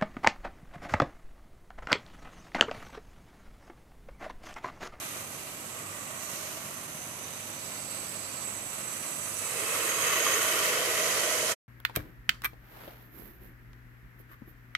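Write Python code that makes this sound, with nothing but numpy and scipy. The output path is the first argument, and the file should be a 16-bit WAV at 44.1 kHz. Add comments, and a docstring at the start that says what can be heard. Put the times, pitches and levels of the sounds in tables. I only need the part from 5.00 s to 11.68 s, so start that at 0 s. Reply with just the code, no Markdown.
"""Pressure washer on wooden siding

A fan of water patters over the boards, then climbs to the hollow eave, which drums under the jet.
Random drop impacts excite the resonances of the wood; the mist hisses, and the turbulent jet sings
in narrow, fluttering bands. Wall, eave and ground reflect the spray.
The pump's single-cylinder engine runs some way off."""
import sys
import numpy as np
from scipy import signal
from scipy.fft import rfft, irfft, next_fast_len
from scipy.io import wavfile
from scipy.ndimage import uniform_filter1d, map_coordinates

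SR = 44100
rng = np.random.default_rng(int(sys.argv[2]) if len(sys.argv) > 2 else 0)


def dump(signal):
    """Clip the signal to [-1, 1] and save it as 16-bit WAV at the path in sys.argv[1]."""
    limited = np.clip(np.atleast_2d(signal).T, -1, 1)
    pcm = np.round(limited * 32767).astype(np.int16)
    wavfile.write(sys.argv[1], SR, pcm)


N = 294588
TIME = np.arange(N) / SR
CLIMB_S, EAVE_S, TOP_S = 3.8, 4.335, 4.85  # the aim starts to climb, touches the eave, lies fully on it
TRIM_S, LIP_S = 4.79, 5.28  # the jet crosses the trim board, then the lip of the eave
NARROW_FROM_S, NARROW_TO_S = 2.38, 3.37  # the fan is at its narrowest
WALL_IMPACT_DB, EAVE_IMPACT_DB = -51, -35  # usual impact levels


def amp(db):
    """Amplitude ratio of a level in decibels."""
    return 10 ** (np.asarray(db) / 20)

def unit(x):
    """Normalisation of a signal, or the mean of a stereo pair, to rms 1."""
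    return x / np.sqrt(np.mean(np.atleast_2d(x).mean(axis=0) ** 2) + 1e-20)

def along(points, hz):
    """Interpolation of (f/Hz, value) points on a logarithmic frequency axis."""
    f, v = np.transpose(points)
    return np.interp(np.log(hz + 1), np.log(f + 1), v)

def curve(points):
    """Linear interpolation of (t/s, value) points at every sample."""
    return np.interp(TIME, *np.transpose(points))

def ramp(start, end):
    """Linear rise from 0 to 1 between two times."""
    return np.clip((TIME - start) / max(end - start, 1 / SR), 0, 1)

def held(start, end, attack_s, release_s):
    """Trapezoidal envelope: it rises from start, holds, and falls from end."""
    return ramp(start, start + attack_s) * (1 - ramp(end, end + release_s))

def spells(rows, attack_s, release_s):
    """Sum of trapezoidal envelopes, one for each (start/s, end/s, level/dB) row."""
    return sum(amp(db) * held(start, end, attack_s, release_s) for start, end, db in rows)

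def swell(peak_s, rise_db_per_s, fall_db_per_s):
    """Exponential growth to a gain of 1, then exponential decay."""
    t = TIME - peak_s
    return amp(np.minimum(rise_db_per_s * t, -fall_db_per_s * t))

def wobble(rate):
    """Smooth random modulation with rate knots a second."""
    knots = rng.standard_normal(int(N * rate / SR) + 4)
    return map_coordinates(knots, [np.arange(N) * rate / SR])

def filtered(x, response):
    """Linear filtering: the spectrum of x times a frequency response."""
    size = next_fast_len(N + SR // 2)
    return irfft(rfft(x, size) * response(np.fft.rfftfreq(size, 1 / SR)), size)[..., :N]

def coloured(x, spectrum):
    """Spectral shaping by (f/Hz, gain/dB) points."""
    return filtered(x, lambda hz: amp(along(spectrum, hz)))

def sides(db):
    """Constant-power panning: two gains for a left-minus-right level difference."""
    gains = amp(np.array([np.atleast_1d(db), -np.atleast_1d(db)]) / 2)
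    return gains / np.sqrt(np.mean(gains ** 2, axis=0))

def leading(pair, lead_s):
    """Arrival-time difference: the left side leads the right by lead_s."""
    return filtered(pair, lambda hz: np.exp(1j * np.pi * lead_s * np.array([hz, -hz])))

# Likeness of the two sides, high in the bass: f/Hz, correlation (clipped to +-1)
CORRELATION = [(100, 0.87), (300, 0.83), (650, 0.9), (850, -0.2), (1100, 1.1), (1280, .5), (1500, -0.3),
               (2000, 0.5), (3300, 0), (14000, 0)]
# Shading between the two sides: f/Hz, left minus right/dB
BALANCE = [(200, 0), (500, -2), (800, -2), (1000, -5), (1300, -4), (1550, -1.5), (1850, -1), (2200, 0),
           (2900, 5.5), (4100, -2), (4800, -18.5), (5500, -8.5)]
def stereo(pair, balance=BALANCE, correlation=CORRELATION):
    """Partial coherence: two independent signals mix as mid and side, then are shaded by frequency."""
    angle = lambda hz: np.arccos(np.clip(along(correlation, hz), -1, 1)) / 2
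    mid, side = filtered(pair, lambda hz: np.array([np.cos(angle(hz)), np.sin(angle(hz))]))
    left_right = np.array([mid + side, mid - side])
    return unit(filtered(left_right, lambda hz: sides(along(balance, hz))))

def droplets(rate, spread_db):
    """Shot noise: two streams of random impacts, rate a second, of scattered sizes."""
    hits = rng.random((2, N)) < rate / SR
    return unit(hits * rng.standard_normal((2, N)) * amp(spread_db * rng.standard_normal((2, N))))

def struck(modes, rate, spread_db):
    """Modal superposition: drops land all over a panel, so each resonance gets its own blows."""
    def resonance(centre, width):
        # second order applied twice: each blow swells and dies softly on wet wood
        return lambda hz: (1j * hz * width / (centre ** 2 - hz ** 2 + 1j * hz * width)) ** 2
    return sum(amp(db) * filtered(droplets(rate, spread_db), resonance(centre, 1.5 * width))
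               for centre, width, db in modes)

def turbulence(centre_hz, width_hz):
    """Narrow-band noise: two channels of low-passed noise modulate a moving carrier in quadrature."""
    slow = filtered(rng.standard_normal((2, 2, N)), lambda hz: 1 / (1 + (hz / width_hz) ** 2))
    phase = 2 * np.pi * np.cumsum(centre_hz) / SR
    return unit(slow[0] * np.cos(phase) + slow[1] * np.sin(phase))


# Engine tones: multiple of the shaft frequency, relative level/dB
ENGINE_ORDERS = [(1, -73.5), (2, -62), (2.5, -65), (3, -62), (4, -65.5), (4.5, -74), (5, -75)]
# Exhaust noise spectrum: f/Hz, relative level/dB
EXHAUST_SPECTRUM = [(20, -39.5), (38, -24.5), (50, -14), (75, -6.5), (110, -2), (170, -0.5), (260, 0),
                    (350, -2.5), (500, -6), (1000, -6), (4000, -65)]
def engine(shaft_hz=49):
    """Four-stroke cycle: wavering tones, and exhaust that puffs each turn, harder every second one."""
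    turns = np.cumsum(shaft_hz * (1 + 0.0091 * wobble(4))) / SR
    hum = np.zeros(N)
    for order, db in ENGINE_ORDERS:
        gain = np.sqrt(2) * amp(db - 0.5 + 2 * wobble(7.8))
        hum += gain * np.sin(2 * np.pi * (order * turns + rng.random()))
    puffs = amp(2 * np.cos(2 * np.pi * turns) + 0.15 * np.cos(np.pi * turns))
    exhaust = coloured(puffs * rng.standard_normal((2, N)), EXHAUST_SPECTRUM)
    return hum + amp(-50.5) * stereo(exhaust)

# Echoes from wall, eave and ground: delay/s, gain/dB
ECHOES = [(.0026, -15), (.0061, -19), (.0093, -15), (0.0146, -16.5)]
def reflected(pair):
    """Comb filtering: echo paths drift with the gun, so their interference ripples the colour."""
    echo = lambda x, delay: np.interp(TIME - delay - 0.00012 * wobble(1.498), TIME, x, left=0)
    echoes = np.array([sum(amp(db) * echo(x, delay) for delay, db in ECHOES) for x in pair])
    # lapped boards scatter the highest treble away
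    return amp(-0.4) * (pair + filtered(echoes, lambda hz: 1 / (1 + (hz / 8000) ** 4)))

# Treble dips on the left, with the aim at the wall and at the eave: f/Hz, gain/dB
WALL_NOTCHES = [(4700, 0), (5400, 1), (6100, 0), (6600, -4), (7150, -5), (7700, -1), (10500, 0),
                (12500, -1), (14200, 2.5)]
EAVE_NOTCHES = [(4800, 0.5), (5200, 1), (5400, -6), (5560, -8.5), (5800, 1.5), (6500, 0), (8000, 0.5),
                (14200, 0)]
def notched(pair):
    """Notch filtering: one set of dips on the left fades into another as the aim turns upwards."""
    left, right = pair
    up = ramp(4.6, 5.05)
    return np.array([(1 - up) * coloured(left, WALL_NOTCHES) + up * coloured(left, EAVE_NOTCHES), right])

def patchy(pair, depth_db):
    """Random spectral modulation: the colour shifts in patches some 500 Hz by a third of a second."""
    spectra = signal.stft(pair, nperseg=512)[2]
    field = rng.standard_normal(spectra.shape)
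    for _ in range(2):
        field = uniform_filter1d(uniform_filter1d(field, size=5, axis=1), size=56, axis=2)
    return signal.istft(spectra * amp(depth_db * field / field.std()), nperseg=512)[1][:, :N]

# Spectrum of the coarse drops: f/Hz, relative level/dB
SIZZLE_SPECTRUM = [(2500, -48), (3800, -1), (4800, -2.5), (5400, -2), (6100, 3), (7000, 2), (8000, -4),
                   (9500, -26.5), (14000, -40)]
# Their shading on the left: f/Hz, left minus right/dB
SIZZLE_BALANCE = [(4000, 1), (4700, -3.5), (5500, -16), (6100, -18), (7000, -9.5), (8200, -14)]
def coarse_drops(excess_db, burst_db):
    """Shot noise of large drops: more sizzle down as the aim climbs and as the eave soaks through."""
    climb_db = 5 * ramp(CLIMB_S - 0.45, EAVE_S + 0.09)
    soaked_db = 4 * ramp(4.5, 6.3)
    level_db = -51.5 + 0.37 * excess_db + np.outer([0.55, 1.25], burst_db) + climb_db + soaked_db
    sizzle = coloured(droplets(rate=28000, spread_db=1), SIZZLE_SPECTRUM)
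    return amp(level_db) * stereo(sizzle, SIZZLE_BALANCE)

# Spectra of the mist and of its finest spray: f/Hz, relative level/dB
HISS_SPECTRUM = [(5000, -22.5), (7000, -5.5), (8300, 0), (9300, -1), (10300, -1), (11300, -1),
                 (12500, -6.5), (14500, -15.5)]
FINE_SPECTRUM = [(8000, -40), (10500, -12), (12000, -1), (13000, -.5), (14400, -2)]
# Shading of both on the left: f/Hz, left minus right/dB
MIST_BALANCE = [(7000, -6), (8200, -1), (10000, 0), (14000, 0.5)]
# Hiss from the amount of mist in the air: t/s, relative level/dB
MIST_LEVEL = [(0.05, -44), (0.35, -46.5), (0.9, -46.5), (1.3, -44.5), (1.9, -45.5), (3.4, -46.0),
              (4.0, -44), (4.55, -39.5), (5.1, -37), (5.48, -35), (5.75, -37.5), (6.05, -35.5), (6.5, -37)]
def tiny_drops(excess_db, burst_db):
    """Atomisation: countless drops hiss; the lip shatters more fine spray, a narrow fan makes less."""
    hiss = stereo(coloured(droplets(rate=25000, spread_db=-0.5), HISS_SPECTRUM), MIST_BALANCE)
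    fine = stereo(coloured(droplets(rate=24000, spread_db=1), FINE_SPECTRUM), MIST_BALANCE)
    lip_db = held(EAVE_S, LIP_S + 0.37, attack_s=0.61, release_s=0.25)
    narrow_db = -1.5 * held(NARROW_FROM_S, NARROW_TO_S, attack_s=0.4, release_s=0.9)
    fine_db = -47.5 + 0.55 * excess_db + burst_db + lip_db + narrow_db
    return amp(1.23 + curve(MIST_LEVEL)) * hiss + amp(fine_db) * fine

# Spray thrown back as the fan swings: start/s, nominal boost/dB
SPRAY_BURSTS = [(-.1, 1), (1.175, 4.5), (5.88, 0.5)]
# The gun passing on the left: t/s, change of level/dB
GUN_SHADOW = [(.17, 1.5), (.4, -4), (.55, -1), (.8, -9), (1.17, -8), (1.26, 0), (1.7, 0), (2.08, 0),
              (2.25, -6), (2.66, -4), (2.76, 0), (2.87, -6.5), (3.04, 1), (3.15, -4), (3.25, -8),
              (3.42, -7.5), (3.52, 1)]
def mist(impact_db, flow_db):
    """Acoustic shadowing: amid the sizzle, the moving gun screens the hiss of tiny drops on the left."""
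    excess_db = impact_db - WALL_IMPACT_DB
    burst_db = sum(db * held(s, s + 0.14, attack_s=0.06, release_s=0.47) for s, db in SPRAY_BURSTS)
    left_db = -7.5 + curve(GUN_SHADOW)  # the left side faces away from the mist
    sizzle = coarse_drops(excess_db, burst_db)
    hiss = tiny_drops(excess_db, burst_db) * amp([left_db, np.zeros(N)])
    return (sizzle + hiss) * amp(flow_db)

# Centre of the jet's main band: t/s, f/Hz
SING_CENTRE = [(1.0, 7870), (2.4, 7760), (2.9, 7900), (3.6, 7840), (4.2, 7970), (4.9, 8100)]
# Spells in which it sings, and in which it spreads into a rush: start/s, end/s, relative level/dB
SINGING = [(2.17, 2.6, -57), (2.56, 4.1, -46), (4.1, 4.95, -42.5), (4.95, 5.45, -45.5), (5.45, 6.5, -54)]
RUSHING = [(.35, 1.25, -50.5)]
def singing_sheet():
    """Flutter of a water sheet: a band with a purer core when the fan is narrow, a rush when wide."""
    centre_hz = curve(SING_CENTRE)
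    flare = amp(-46) * swell(3.48, rise_db_per_s=250, fall_db_per_s=400)  # the fan widens again
    gain = amp(-59.5) + spells(SINGING, attack_s=0.41, release_s=0.3) + flare
    narrow = held(NARROW_FROM_S - 0.4, NARROW_TO_S, attack_s=0.25, release_s=2.2)
    core = 0.52 * narrow * turbulence(centre_hz + 35 * wobble(25), width_hz=70)
    flutter = amp(1.4 * wobble(70) + 0.47 * wobble(11))
    band = turbulence(centre_hz + 80 * wobble(60), width_hz=310)
    rush = spells(RUSHING, attack_s=0.29, release_s=0.3) * turbulence(centre_hz, width_hz=500)
    return gain * flutter * (band + core) + rush

# Centre of the jet's thinner, lower band: t/s, f/Hz
WHISTLE_CENTRE = [(.2, 6260), (1.3, 6170), (4.4, 6060), (4.85, 6580), (5.6, 6550)]
# Spells in which it whistles: start/s, end/s, relative level/dB
WHISTLING = [(-.4, .3, -60), (1.0, 1.8, -58.5), (1.8, 2.45, -55.5), (2.45, 3.7, -62), (3.7, 4.5, -61.5),
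             (4.7, 5.55, -50)]
def whistle():
    """Amplitude-modulated turbulence: a thin band rises as the aim climbs and flares past the lip."""
    flare = amp(-37.5) * swell(5.32, rise_db_per_s=28, fall_db_per_s=69.5)
    gain = amp(-63.5) + spells(WHISTLING, attack_s=0.28, release_s=0.33) + flare
    flutter = amp(1.9 * wobble(40))
    return gain * flutter * turbulence(curve(WHISTLE_CENTRE) + 20 * wobble(14), width_hz=156)

def jet():
    """Turbulent flow noise: the jet sings, shrills on the climb, fizzes past the lip, rasps if narrow."""
    song = singing_sheet() + whistle()
    shrill_hz = np.interp(TIME, [CLIMB_S, TOP_S], [9480, 11170])
    shrill = amp(-46.5) * ramp(CLIMB_S - 0.2, CLIMB_S + 0.17) * turbulence(shrill_hz, width_hz=540)
    shrill *= swell(TOP_S, rise_db_per_s=9, fall_db_per_s=4)
    fizz = amp(-43.5) * turbulence(12600 + 90 * wobble(7.1), width_hz=420)
    fizz *= swell(5.45, rise_db_per_s=12, fall_db_per_s=37)
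    rasp = amp(-53.5 + 2.4 * wobble(13)) * turbulence(4600 + 160 * wobble(12), width_hz=560)
    rasp *= held(NARROW_FROM_S, NARROW_TO_S, attack_s=0.54, release_s=0.11)
    return song * sides(db=-19.5) + (shrill + fizz) * sides(db=-18.5) + rasp * sides(db=-7.5)

# Modes of the clapboards, a window and its frame: f/Hz, bandwidth/Hz, relative level/dB
BOARD_MODES = [(593, 99, 2), (1060, 110, -2), (1298, 210, -2), (2004, 490, -5.5), (2380, 330, -5.5),
               (2760, 630, -4.5), (3950, 390, -22.5)]
WINDOW_MODES = [(1173, 125, -3), (1940, 170, -8)]
FRAME_MODES = [(3780, 540, 0)]
# Passes of the fan over window and frame: start/s, end/s, relative level/dB
ON_WINDOW = [(-.3, .1, -56), (.62, 1.28, -53), (1.5, 1.8, -56)]
ON_FRAME = [(-.2, .06, -51), (2.1, 2.75, -56)]
# Spectrum of the splash: f/Hz, relative level/dB
SPLASH_SPECTRUM = [(100, -46.5), (300, -4.5), (600, -0.5), (1500, 1.5), (3000, -6), (3600, -4.5),
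                   (5000, -20), (8000, -27.5), (14000, -50)]
# Likeness of the two sides for sound from the wall: f/Hz, correlation
WALL_CORRELATION = [(100, .9), (350, 0.45), (650, 0.9), (900, 0.55), (1200, 0.21), (1400, -1),
                    (1800, -0.063), (2300, 0.1), (3200, -0.023)]
def siding(impact_db, flow_db):
    """Impact excitation: drops patter and splash on the boards and set a window and its frame ringing."""
    from_wall = lambda pair: stereo(pair, correlation=WALL_CORRELATION)
    boards = from_wall(struck(BOARD_MODES, rate=11000, spread_db=1))
    splash = from_wall(coloured(droplets(rate=24000, spread_db=0.5), SPLASH_SPECTRUM))
    window = from_wall(struck(WINDOW_MODES, rate=5500, spread_db=-1.5))
    window *= spells(ON_WINDOW, attack_s=0.18, release_s=0.26)
    frame = unit(struck(FRAME_MODES, rate=7100, spread_db=0.5)) * sides(db=9)
    frame *= spells(ON_FRAME, attack_s=0.17, release_s=0.2)
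    drive = amp(np.minimum(impact_db, -45.5) + flow_db)  # any harder impact lands on the eave
    patter = drive * (amp(2) * boards + amp(-2) * splash)
    return leading(patter + window + amp(-3.5) * frame, lead_s=0.00017)

# Lower and upper modes of the boxed eave: f/Hz, bandwidth/Hz, relative level/dB
LOWER_CAVITY_MODES = [(265, 70, -17.5), (372, 100, -10), (452, 63, -2), (500, 70, -1)]
UPPER_CAVITY_MODES = [(604, 72, -3.5), (639, 73, -6.5)]
def cavity_boom(impact_db):
    """Cavity resonance: the hollow eave booms, its upper modes taking over as the jet moves along."""
    lower = stereo(struck(LOWER_CAVITY_MODES, rate=2000, spread_db=1))
    upper = stereo(struck(UPPER_CAVITY_MODES, rate=2000, spread_db=3))
    upper_db = -7.5 + 5 * (TIME - EAVE_S)
    level_db = -40.5 + 0.65 * (impact_db - EAVE_IMPACT_DB)
    return amp(level_db) * (lower + amp(upper_db) * upper) * ramp(EAVE_S - 0.08, EAVE_S + 0.2)

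# Modes of the eave's thin boards, lip and trim: f/Hz, bandwidth/Hz, relative level/dB
FASCIA_MODES = [(995, 67, -4), (1130, 290, -7), (1294, 98, -3), (1453, 240, -2), (1920, 270, -1.5),
                (2166, 310, -4), (2560, 270, -4), (3005, 360, -5), (3175, 220, -4.5), (3740, 320, -14),
                (4950, 480, -10)]
EAVE_LIP_MODES = [(1177, 240, 1), (1910, 260, -3), (2600, 130, -3.5), (3006, 95, -5)]
TRIM_MODES = [(1370, 140, -5.5), (1927, 75, -6), (2610, 89, 3)]
def eave(impact_db, flow_db):
    """Forced vibration: the eave booms and rattles, and its trim and lip ring as the jet crosses them."""
    boom = cavity_boom(impact_db)
    graze = 0.38  # share of the rattle while only the edge of the fan reaches the eave
    share = graze * ramp(CLIMB_S - 0.1, CLIMB_S + 0.24) + (1 - graze) * ramp(EAVE_S, EAVE_S + 0.3)
    rattle = share * amp(impact_db + 0.5) * stereo(struck(FASCIA_MODES, rate=3500, spread_db=3))
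    lip = amp(-35.5) * stereo(struck(EAVE_LIP_MODES, rate=4000, spread_db=6.5))
    lip *= swell(LIP_S, rise_db_per_s=18, fall_db_per_s=24)
    trim = amp(-45) * stereo(struck(TRIM_MODES, rate=4100, spread_db=2))
    trim *= swell(TRIM_S, rise_db_per_s=30, fall_db_per_s=13)
    return leading(boom + amp(flow_db) * (rattle + trim + lip), lead_s=-0.00005)

# How hard the water strikes the wood: t/s, level/dB
IMPACT_LEVEL = [(0.05, -48), (0.35, -52), (1.0, -51), (1.45, -49), (1.75, -51.5), (2.6, -51.5), (3.4, -51),
                (3.85, -49.5), (4.38, -50), (4.7, -41), (5.0, -36.5), (5.15, -34), (5.7, -34), (6.5, -36.5)]
def scene():
    """Superposition: one unsteady flow drives siding, eave and mist; the jet and engine add to them."""
    impact_db = curve(IMPACT_LEVEL)
    flow_db = 0.46 * wobble(14) + 0.73 * wobble(110)
    wood = siding(impact_db, flow_db) + eave(impact_db, flow_db)
    spray = wood + patchy(mist(impact_db, flow_db), depth_db=1)
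    return notched(reflected(spray) + jet()) + engine()

def record(dry):
    """Gating and band limiting: the sound ends abruptly, and a steep low-pass cuts the highest treble."""
    stop_s, cutoff_hz = 6.535, 14235
    gate = (1 - ramp(stop_s - 0.013, stop_s + 0.017)) ** 2
    return filtered(dry * gate, lambda hz: 1 / (1 + (hz / cutoff_hz) ** 400))


dry = scene()
out = record(dry)
dump(out)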